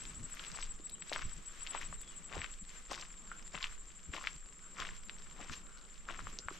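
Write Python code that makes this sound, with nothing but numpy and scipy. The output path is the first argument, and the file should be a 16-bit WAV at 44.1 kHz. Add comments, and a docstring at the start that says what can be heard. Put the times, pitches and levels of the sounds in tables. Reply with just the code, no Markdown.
"""A near cricket chirps over a farther chorus, grass and rumbling air: arching tones over coloured noise.
From about half a second, even steps crush grit on a lakeside path: clumped ringing grains, knocked pebbles, thuds.
A far bird twitters in gliding sines; a lower cricket joins at 1.5 s, and the near one falls behind by 2.7 s.
The steps and chorus go on to the end; from mid-scene trouser cloth swishes faintly in swells of noise."""
import sys
import numpy as np
from scipy import signal
from scipy.fft import rfft, irfft, next_fast_len
from scipy.io import wavfile
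from scipy.ndimage import uniform_filter1d

SR = 44100
rng = np.random.default_rng(int(sys.argv[2]) if len(sys.argv) > 2 else 0)


def int16_out(signal):
    """Quantize to a 16-bit WAV file."""
    q = np.round(np.clip(np.atleast_2d(signal).T, -1, 1) * 32767)
    wavfile.write(sys.argv[1], SR, q.astype(np.int16))


N = 290619
TIME = np.arange(N) / SR

# footfalls: [heel t/s, toe t/s, heel attack/s, heel crunch level/dB, toe crunch level/dB,
#             heel sand level/dB, toe sand level/dB, sole scuff level/dB, air sway level/dB]
FOOTFALLS = [(0.549, 0.634, 0.014, -53, -52, -55.5, -55, -56.5, -53),
             (1.128, 1.215, 0.0052, -44.5, -50, -50, -60, -49.5, -45.5),
             (1.752, 1.832, 0.031, -47, -51, -62, -56, -52, -51.5),
             (2.347, 2.440, 0.031, -46.5, -51, -59, -59, -49.5, -54),
             (2.914, 3.019, 0.011, -43.5, -54, -47.5, -60, -47, -65),
             (3.545, 3.648, 0.0086, -47, -43.5, -54, -54, -52, -51.5),
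             (4.14, 4.271, 0.0089, -44, -47.5, -52, -52, -49, -58),
             (4.799, 4.886, 0.014, -40, -75, -50.5, -66, -51, -51.5),
             (5.408, 5.534, 0.022, -51, -48.5, -62, -51, -52, -55),
             (6.099, 6.201, 0.015, -46.5, -55.5, -57.5, -63, -51.5, -52)]
# pebble knocks: [t/s, peak level/dB before panning, ring f/Hz, left over right/dB, ring length/cycles]
PEBBLE_KNOCKS = [(0.052, -36, 3500, 6, 5.5), (0.394, -30.5, 3070, 5, 8.4), (0.448, -33.5, 3000, 7, 3),
                 (0.516, -33, 5500, 5, 3.3), (0.587, -35, 1190, 10, 3.7), (0.625, -31, 2940, 2, 3.1),
                 (0.797, -47.5, 350, 4.5, 6.4), (0.895, -38.5, 3830, 3, 9.3), (1.022, -32, 2260, 6, 3.5),
                 (1.095, -32.5, 4050, 2, 3.7), (1.116, -31, 585, 5, 4.1), (1.131, -22.5, 3940, 1, 6.1),
                 (1.16, -22.5, 1350, 6, 1.4), (1.22, -32.5, 1780, 6.5, 2.6), (1.665, -31, 2520, 9, 6),
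                 (1.671, -27.5, 2800, 2, 4.9), (1.748, -26.5, 970, 9, 3.9), (1.813, -32.5, 1900, 10, 6.4),
                 (1.926, -35, 1080, 7, 2.4), (2.326, -32.5, 2020, 12, 1.9), (2.366, -33.5, 416, 3, 3.3),
                 (2.379, -35.5, 1280, 16, 2), (2.416, -26, 2230, 6.5, 6.7), (2.443, -25.5, 1934, 11, 3),
                 (2.916, -30.5, 780, 10, 2.1), (2.942, -31, 2980, 8, 3.5), (3.011, -31.5, 5200, -4, 3),
                 (3.315, -33, 1425, 1, 16), (3.543, -39.5, 552, 5, 4.1), (3.627, -23, 3400, 1, 6),
                 (3.641, -19.5, 2600, 3, 5.6), (4.164, -32, 2130, 15, 3), (4.18, -35, 1010, 10, 6.8),
                 (4.24, -31, 1490, 5, 3.1), (4.271, -18, 2090, 6, 4.4), (4.801, -26.5, 3000, 8, 4.5),
                 (4.889, -33, 1870, 5, 8.7), (5.095, -26.5, 2330, 5.5, 2.5), (5.496, -34.5, 1380, 7, 7.5),
                 (5.539, -37, 2660, -4, 4), (6.087, -30.5, 1440, 4, 9.7), (6.191, -33, 1290, 4.5, 11),
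                 (6.269, -31, 1190, 5, 4.2), (6.387, -23.5, 6000, 1, 3.6), (6.392, -47.5, 406, 1, 5),
                 (6.484, -24, 1320, 4.5, 4), (6.506, -40, 1210, 0, 15), (6.511, -42.5, 370, 1, 11)]
# soft low thuds: [t/s, drive level/dB, f/Hz, spread/s]
WEIGHT_THUDS = [(0.074, -49.5, 30, 0.052), (0.215, -44, 107, 0.043), (0.53, -50.5, 169, .012),
                (1.255, -44, 78, 0.028), (1.385, -44.5, 32.2, 0.014), (1.9, -50.5, 65, 0.06),
                (2.385, -40.5, 73, 0.025), (2.625, -49, 200, 0.0076), (2.92, -49.5, 156, 0.014),
                (3.555, -44.5, 184, 0.015), (4.095, -40.5, 69.1, 0.01), (4.362, -50.5, 170, 0.0083),
                (4.816, -49.5, 162, 0.022), (5.509, -38.5, 77.5, 0.011), (6.258, -48.5, 79, 0.032),
                (6.465, -44.5, 55, 0.0072)]
# trouser legs brushing past each other: [t/s, level/dB, spread/s]
CLOTH_SWISHES = [(3.34, -58, 0.035), (4.65, -65, 0.041), (5.75, -63.5, 0.062), (6.447, -62.5, 0.041)]
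# swinging leg brushing the grass: [t/s, level/dB before the hiss and tick mix, spread/s]
LEG_BRUSHES = [(0.008, -57.5, 0.13), (0.316, -61, 0.063), (0.439, -54.5, 0.08), (0.709, -63, 0.03),
               (1.096, -57.5, 0.034), (1.312, -61, 0.1), (1.68, -58, 0.17), (1.914, -63.5, 0.042),
               (2.163, -64.5, 0.099), (2.51, -61.5, 0.049), (2.755, -58.5, 0.057), (3.13, -68.5, 0.086),
               (3.365, -65.5, 0.091), (3.722, -59, 0.03), (3.96, -70.5, 0.24), (4.33, -62, 0.035),
               (4.687, -68, .04), (4.955, -59, 0.02), (5.11, -69.5, 0.06), (5.29, -66.5, 0.14),
               (5.57, -60.5, 0.035), (5.95, -68.5, .06), (6.294, -59.5, 0.054), (6.552, -56, 0.033)]
# dry grass stems snapping by the left ear: [t/s, peak level/dB before panning]
STEM_SNAPS = [(.301, -49), (0.349, -43), (0.899, -44.5), (1.713, -53), (1.951, -52), (2.015, -43.5),
              (3.015, -54), (5.054, -49), (6.299, -56)]
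# runs of the nearest cricket: [first chirp t/s, last chirp t/s]
NEAR_CRICKET_RUNS = [(0.015, 0.326), (0.477, 0.709), (0.859, 1.327), (1.475, 1.475), (1.626, 2.251),
                     (2.404, 2.404), (2.525, 2.68)]
# its level as the walker passes and leaves it behind: [t/s, level/dB]
NEAR_CRICKET_LEVEL = [(0, -50.5), (0.46, -50.5), (0.6, -46.5), (0.86, -46), (1.12, -53), (1.65, -45.5),
                      (2.1, -53.5), (2.42, -51), (2.7, -63)]
# runs of the lower cricket: [first chirp t/s, last chirp t/s, level/dB]
LOWER_CRICKET_RUNS = [(1.512, 1.762, -56.5), (2.369, 3.27, -54.5), (3.381, 4.22, -55), (4.32, 4.659, -56),
                      (4.73, 5.655, -55.5), (5.746, 6.081, -59), (6.176, 6.502, -57.5)]
# one wing stroke at even moments: [f/Hz from the top pitch, level/dB]
WING_STROKE = [(-380, -44), (-170, -12.5), (-31, -8.5), (10, -3.5), (-39, 2.5), (-260, 2.5), (-540, -11),
               (-850, -80)]
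# level of the cricket chorus along the way: [t/s, level/dB]
CHORUS_LEVEL_PATH = [(0, -55), (0.75, -58), (1.4, -59.5), (2.1, -56.5), (3.2, -58), (4.5, -58.5),
                     (5.8, -60.5), (6.59, -60)]
# far bird whistles: [centre t/s, length/s, start f/Hz, end f/Hz, level/dB]
BIRD_WHISTLES = [(0.842, .08, 3650, 3670, -71), (0.927, 0.026, 3650, 4000, -62),
                 (.952, 0.023, 2980, 2870, -62), (1.985, 0.029, 3850, 3800, -66),
                 (2.026, 0.063, 3600, 3240, -65), (2.089, 0.087, 3400, 3240, -65),
                 (2.128, .05, 3100, 2730, -65)]

# tone colours of grit, sand, scuffed soil, thud rumble and cloth: [f/Hz, relative level/dB per Hz]
CRUNCH_COLOUR = [(500, -40), (800, -15), (1050, 6.5), (1600, 3), (2700, 3), (3800, -2.5), (6000, -49),
                 (15000, -72)]
SAND_COLOUR = [(2000, -12), (3500, 6), (5500, 9), (7500, 2.5), (9000, -8), (12000, -6), (15000, -31)]
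SCUFF_COLOUR = [(120, 7), (220, 0), (400, -6.5), (700, -5), (1100, -7.5), (2000, -38), (8000, -55)]
THUD_COLOUR = [(30, 10), (70, -2.5), (150, -0.5), (230, -6.5), (400, -20), (900, -69)]
CLOTH_COLOUR = [(600, -55), (1050, -12), (1350, 10), (1550, 6), (1900, -22), (3000, -3), (6000, -77)]
# tone colours of wind, valley hum, grass and very distant crickets: [f/Hz, relative level/dB per Hz]
WIND_COLOUR = [(20, 5.5), (35, -8), (50, -10), (75, -27.5), (130, -31.5), (400, -70)]
VALLEY_COLOUR = [(40, -22.5), (100, -9.5), (180, 3), (270, -6.5), (420, -7), (750, -15.5), (1200, -8),
                 (3000, -43.5)]
GRASS_COLOUR = [(500, -8.5), (850, -13), (1200, -1), (2000, -2), (3200, -3.5), (4500, -9.5), (6500, -7.5),
                (9000, -21.5), (12000, -23), (15000, -47)]
HAZE_COLOUR = [(6200, -28), (7000, -5), (7400, 3.5), (7700, 4), (8100, -10), (8500, -11), (9200, -31),
               (11000, -66)]
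# left-right likeness of steps and air, held within 0 to 0.99 in use: [f/Hz, likeness]
STEP_WIDTH = [(200, 0.8), (1500, .93), (4000, 0.74), (8000, 1.1), (12000, -6.5)]
AIR_WIDTH = [(30, 0.56), (200, 0.74), (1500, 0.45), (5000, .5), (12000, 0.025)]
# stereo balance of steps and air: [f/Hz, left over right/dB]
STEP_BALANCE = [(60, -3.5), (150, -0.5), (300, -1.5), (600, 5.5), (2000, 8.5), (4000, 2), (7500, 1.5),
                (10000, 3), (12000, 23)]
AIR_BALANCE = [(30, -0.5), (160, -2), (500, -1), (1500, 3), (4000, 2), (8000, -4), (10000, 6.5),
               (12000, 24)]

HEEL_FADE_S, TOE_ATTACK_S, TOE_FADE_S = 0.056, 0.026, 0.021  # time constants of the two contacts
SCUFF_FADE_S, TOE_SCUFF_DB = 0.036, -15  # the toe scuffs less than the heel
SWAY_LAG_S, SWAY_SPREAD_S, BREEZE_DB = 0.058, 0.077, -53.5  # the body sways after the toe lands
GRASS_DB = -68  # grass left alone, before the hiss and tick mix
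STROKE_S, NEAR_PERIOD_S, LOWER_PERIOD_S = 0.052, 0.078, 0.084  # periods stretch slightly to fit each run
TICKS_PER_S, TICK_DB = 30, -70.5
CUTOFF_HZ = 15100


def from_db(db):
    """Turn decibels into an amplitude gain."""
    return 10 ** (np.asarray(db) / 20)


def rms_one(x):
    """Bring a sound to an rms level of one."""
    return x / np.sqrt(np.mean(x ** 2) + 1e-20)


def at_hz(points, hz):
    """Read a table on a log-frequency axis."""
    f, value = np.transpose(points)
    return np.interp(np.log(np.maximum(hz, 1)), np.log(f), value)


def at_time(points, t):
    """Read a level path in dB at time t."""
    return np.interp(t, *np.transpose(points))


def panned(pan_db):
    """Left and right gains with a mean of one; positive dB leans left."""
    gains = from_db(np.array([[.5], [-.5]]) * pan_db)
    return gains / gains.mean(axis=0)


def drift(rate):
    """Smooth random wander of rms 1, with rate knots per second."""
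    knots = rng.standard_normal(1024)
    return rms_one(np.interp(TIME * rate, np.arange(len(knots)), knots))


def coloured(sources, spectrum, likeness, pan):
    """Two unrelated sources become one stereo sound with a causal tone colour; rms 1."""
    size = next_fast_len(N + 8192)
    hz = np.arange(size // 2 + 1) * SR / size
    # folding the cepstrum forward makes the filter causal; the overall gain is normalised below
    cepstrum = irfft(np.log(from_db(at_hz(spectrum, hz))), size)
    tone = np.exp(rfft(2 * cepstrum[:size // 2], size))
    tone = tone * hz / np.hypot(hz, 15)  # roll off below 15 Hz
    alike = np.clip(at_hz(likeness, hz), 0, .99)
    mid, side = rfft(sources, size)
    pair = np.sqrt(1 + alike) * mid + np.sqrt(1 - alike) * side * [[1], [-1]]
    stereo = pair * tone * panned(at_hz(pan, hz))
    return rms_one(irfft(stereo, size)[:, :N])


def air(spectrum):
    """Diffuse smooth noise."""
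    return coloured(rng.standard_normal((2, N)), spectrum, AIR_WIDTH, AIR_BALANCE)


def grains(spectrum, per_s, spread_db):
    """Tiny fractures clump, many weak and a few strong; each rings briefly at the pitch of its own grain."""
    born = rng.random(N) < per_s * from_db(3 * drift(70)) / SR
    clicks = born * from_db(spread_db * np.minimum(rng.exponential(1, N), 4))
    # even out the local power so the contacts alone shape the level
    clicks /= np.sqrt(np.abs(uniform_filter1d(clicks ** 2, size=2000)) + 1e-4)
    clicks = clicks * rng.choice([-1, 1], (2, N))
    pitches_hz = np.geomspace(350, 8500, num=10)
    kinds, out = rng.integers(0, len(pitches_hz), N), 0
    for kind, hz in enumerate(pitches_hz):
        body = signal.butter(1, [hz / 1.25, hz * 1.25], "band", fs=SR)
        out = out + signal.lfilter(*body, clicks * (kinds == kind) + 1e-18)
    return coloured(out, spectrum, STEP_WIDTH, STEP_BALANCE)


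def add(out, sound, s):
    """Mix a short sound in at time s."""
    start = int(round(s * SR))
    first, last = max(start, 0), min(start + sound.shape[-1], N)
    if last > first:
        out[..., first:last] += sound[..., first - start:last - start]


def scatter(x, t60, wet_db):
    """Ground and grass return a short diffuse tail, different at each ear."""
    t = np.arange(SR // 4) / SR
    tail = rng.standard_normal((2, len(t))) * from_db(-60 * t / t60)
    tail /= np.sqrt(np.sum(tail ** 2, axis=1, keepdims=True))
    return x + from_db(wet_db) * signal.fftconvolve(np.atleast_2d(x), tail, axes=1)[:, :N]


def contact(s, attack_s, fade_s):
    """Pressure builds up to time s and dies away."""
    return np.exp(-np.minimum(np.maximum((s - TIME) / attack_s, (TIME - s) / fade_s), 20))


def swell(s, spread_s):
    """A smooth rise and fall around time s."""
    return np.exp(-np.minimum(.5 * ((TIME - s) / spread_s) ** 2, 20))


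def beats(first, last, period):
    """Evenly spaced moments from first to last."""
    return np.linspace(first, last, 1 + int(round(abs(last - first) / period)))


def cricket(chirps, top_hz, wobble_hz, fade_db=0):
    """Each wing stroke speeds up and slows down, so its near-pure tone arches in pitch as it fades."""
    stroke, out = np.linspace(0, 1, int(STROKE_S * SR)), np.zeros(N)

    def along(values):
        """Spread values evenly over the stroke."""
        return np.interp(stroke, np.linspace(0, 1, len(values)), values)

    bend_hz, shape_db = map(along, np.transpose(WING_STROKE))
    for at, db in chirps:
        hz = top_hz + bend_hz + wobble_hz * along(rng.standard_normal(size=24))
        tone = np.sqrt(2) * np.sin(2 * np.pi * np.cumsum(hz) / SR)
        level = from_db(db + shape_db - fade_db * (stroke - .5))
        add(out, level * tone, at - STROKE_S / 2)
    return out


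def breeze():
    """Air rumbles on the microphone, more as the walker sways after each step; the valley hums behind."""
    flow = from_db(BREEZE_DB)
    for _, toe_s, *_, sway_db in FOOTFALLS:
        flow = flow + from_db(sway_db) * swell(toe_s + SWAY_LAG_S, SWAY_SPREAD_S)
    hum_level = from_db(-64.5 + 2.0 * drift(12))
    return flow * air(WIND_COLOUR) + hum_level * air(VALLEY_COLOUR)


def bird():
    """Short gliding, wavering whistles, smeared by distance."""
    out = np.zeros(N)
    for s, length, start_hz, end_hz, db in BIRD_WHISTLES:
        hz = np.linspace(start_hz, end_hz, int(length * SR))
        hz = hz + 1200 * uniform_filter1d(rng.standard_normal(len(hz)), size=100)
        whistle = np.hanning(len(hz)) * np.sin(2 * np.pi * np.cumsum(hz) / SR)
        add(out, from_db(db) * whistle, s - length / 2)
    return scatter(out, t60=.25, wet_db=2)


def chorus():
    """Farther crickets keep their own pitch and pace; the farthest merge into a shimmer."""
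    out = np.zeros((2, N))
    for top_hz in np.linspace(7350, 8300, num=6):
        level_db = -abs(top_hz - 7600) / 58  # strongest near 7600 Hz
        period_s = rng.uniform(.075, .09)
        times = period_s * (np.arange(92) - rng.random() + rng.normal(0, .04, 92))
        chirps = zip(times, level_db + rng.normal(0, 2.5, len(times)))
        song = cricket(chirps, top_hz, wobble_hz=30, fade_db=4)
        out += song * panned(2.5 + rng.normal(0, 1.5))
    songs = rms_one(scatter(out, t60=.08, wet_db=-8))
    shimmer = air(HAZE_COLOUR) * panned(6.9)
    return rms_one(songs + from_db(-2) * shimmer)


def grass():
    """Dry blades hiss and tick, louder whenever a leg brushes through them."""
    power = from_db(GRASS_DB) ** 2
    for s, db, spread_s in LEG_BRUSHES:
        power = power + (from_db(db) * swell(s, spread_s)) ** 2
    blade_ticks = grains(GRASS_COLOUR, per_s=600, spread_db=5.8)
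    return np.sqrt(power) * (from_db(0.5) * air(GRASS_COLOUR) + from_db(-3.5) * blade_ticks)


def ticks():
    """Single grains roll loose and dry blades spring back in tiny noise bursts."""
    out, t = np.zeros(N), np.arange(256) / SR
    band = signal.butter(3, [1100, 6000], "band", fs=SR, output="sos")
    count = int(TICKS_PER_S * TIME[-1])
    for s, db in rng.uniform([0, -14], [TIME[-1], 0], (count, 2)):
        crack = rng.standard_normal(len(t)) * np.exp(-t / .001)
        add(out, from_db(db) * signal.sosfilt(band, crack), s)
    return from_db(TICK_DB) * rms_one(out) * panned(1.3)


def stems(low_hz, high_hz, fade_s):
    """A brittle stem gives way with a tiny bright crackle."""
    out, t = np.zeros(N), np.arange(512) / SR
    band = signal.butter(2, [low_hz, min(high_hz, SR / 2.5)], "band", fs=SR, output="sos")
    for s, peak_db in STEM_SNAPS:
        snap = signal.sosfilt(band, rng.standard_normal(len(t)) * np.exp(-t / fade_s))
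        add(out, from_db(peak_db) * snap / np.abs(snap).max(), s)
    return out * panned(10.5)


def close_crickets():
    """Two crickets sing right by the path, each chirp a little louder or softer than the last."""
    near = [(at, at_time(NEAR_CRICKET_LEVEL, at) + rng.normal(0, 1))
            for first, last in NEAR_CRICKET_RUNS
            for at in beats(first, last, NEAR_PERIOD_S)]
    lower = [(at, db + rng.normal(0, 1))
             for first, last, db in LOWER_CRICKET_RUNS
             for at in beats(first, last, LOWER_PERIOD_S)]
    high = scatter(cricket(near, top_hz=7840, wobble_hz=30, fade_db=13), t60=0.02, wet_db=-8.0)
    low = scatter(cricket(lower, top_hz=7535, wobble_hz=20, fade_db=20), t60=.03, wet_db=-11)
    return high * panned(3.8) + low * panned(5.7)


def trousers():
    """Cloth swishes faintly as the trouser legs brush past each other."""
    level = sum(from_db(db) * swell(s, spread_s) for s, db, spread_s in CLOTH_SWISHES)
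    return air(CLOTH_COLOUR) * level


def thuds():
    """The walker's weight comes down with a dull push and a short rumble."""
    push, rumble = np.zeros((2, N))
    t = np.arange(-SR // 4, SR // 4) / SR
    for s, db, hz, spread_s in WEIGHT_THUDS:
        weight = from_db(db) * np.exp(-.5 * (t / spread_s) ** 2)
        add(rumble, weight, s + t[0])
        add(push, weight * np.exp(-np.abs(t) * hz) * np.sin(2 * np.pi * hz * t), s + t[0])
    noise = coloured(rng.standard_normal((2, N)), THUD_COLOUR, STEP_WIDTH, STEP_BALANCE)
    return push * panned(6.6) + from_db(-4.0) * rumble * noise


def pebbles(rattle_db, rattle_s, dull_hz):
    """A pebble snaps against its neighbour, rings for a few cycles and settles with tiny rebounds."""
    out, t = np.zeros((2, N)), np.arange(2048) / SR
    dull = signal.butter(4, dull_hz, fs=SR, output="sos")
    for s, peak_db, hz, pan_db, cycles in PEBBLE_KNOCKS:
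        rebounds = rng.standard_normal(len(t)) * (rng.random(len(t)) < .04)
        push = rebounds * from_db(rattle_db) * np.exp(-t / rattle_s)
        push[0] = 1  # the first snap
        r = from_db(-60 * hz / (max(cycles, 1.5) * SR))  # falls 60 dB over the ring length
        knock = signal.lfilter([1, -1], [1, -2 * r * np.cos(2 * np.pi * hz / SR), r * r], push)
        band = signal.butter(2, [hz / 3, min(hz * 1.67, SR / 3)], "band", fs=SR, output="sos")
        knock = signal.sosfilt(dull, signal.sosfilt(band, knock))
        add(out, from_db(peak_db) * knock / np.abs(knock).max() * panned(pan_db), s + .001)
    return scatter(out, t60=0.11, wet_db=-11.0)


def footsteps():
    """The heel lands, then weight rolls onto the toe; both crush grit and fine sand and scuff the soil."""
    crunch, sand, scuff = np.zeros((3, N))
    for heel_s, toe_s, attack_s, heel_db, toe_db, heel_sand_db, toe_sand_db, scuff_db, _ in FOOTFALLS:
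        heel = contact(heel_s, attack_s, HEEL_FADE_S)
        toe = contact(toe_s, TOE_ATTACK_S, TOE_FADE_S)
        heel_scuff = contact(heel_s, attack_s, SCUFF_FADE_S)
        crunch += from_db(heel_db) * heel + from_db(toe_db) * toe
        sand += from_db(heel_sand_db) * heel + from_db(toe_sand_db) * toe
        scuff += from_db(scuff_db) * (heel_scuff + from_db(TOE_SCUFF_DB) * toe)
    grit = grains(CRUNCH_COLOUR, per_s=2800, spread_db=5.2)
    dust = grains(SAND_COLOUR, per_s=4500, spread_db=4.5)
    soil = grains(SCUFF_COLOUR, per_s=2600, spread_db=3.0)
    return crunch * grit + sand * dust + scuff * soil


def scene():
    """The air, the animals, the grass and the walker together."""
    insects = from_db(at_time(CHORUS_LEVEL_PATH, TIME)) * chorus() + close_crickets()
    plants = grass() + ticks() + stems(low_hz=6400, high_hz=11600, fade_s=0.0012)
    stones = pebbles(rattle_db=-16, rattle_s=0.0053, dull_hz=6200)
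    walker = trousers() + thuds() + stones + footsteps()
    return breeze() + bird() + insects + plants + walker


def record(dry):
    """A steep elliptic low-pass cuts the top."""
    return signal.sosfilt(signal.ellip(10, .2, 80, CUTOFF_HZ, fs=SR, output="sos"), dry)


dry = scene()
out = record(dry)
int16_out(out)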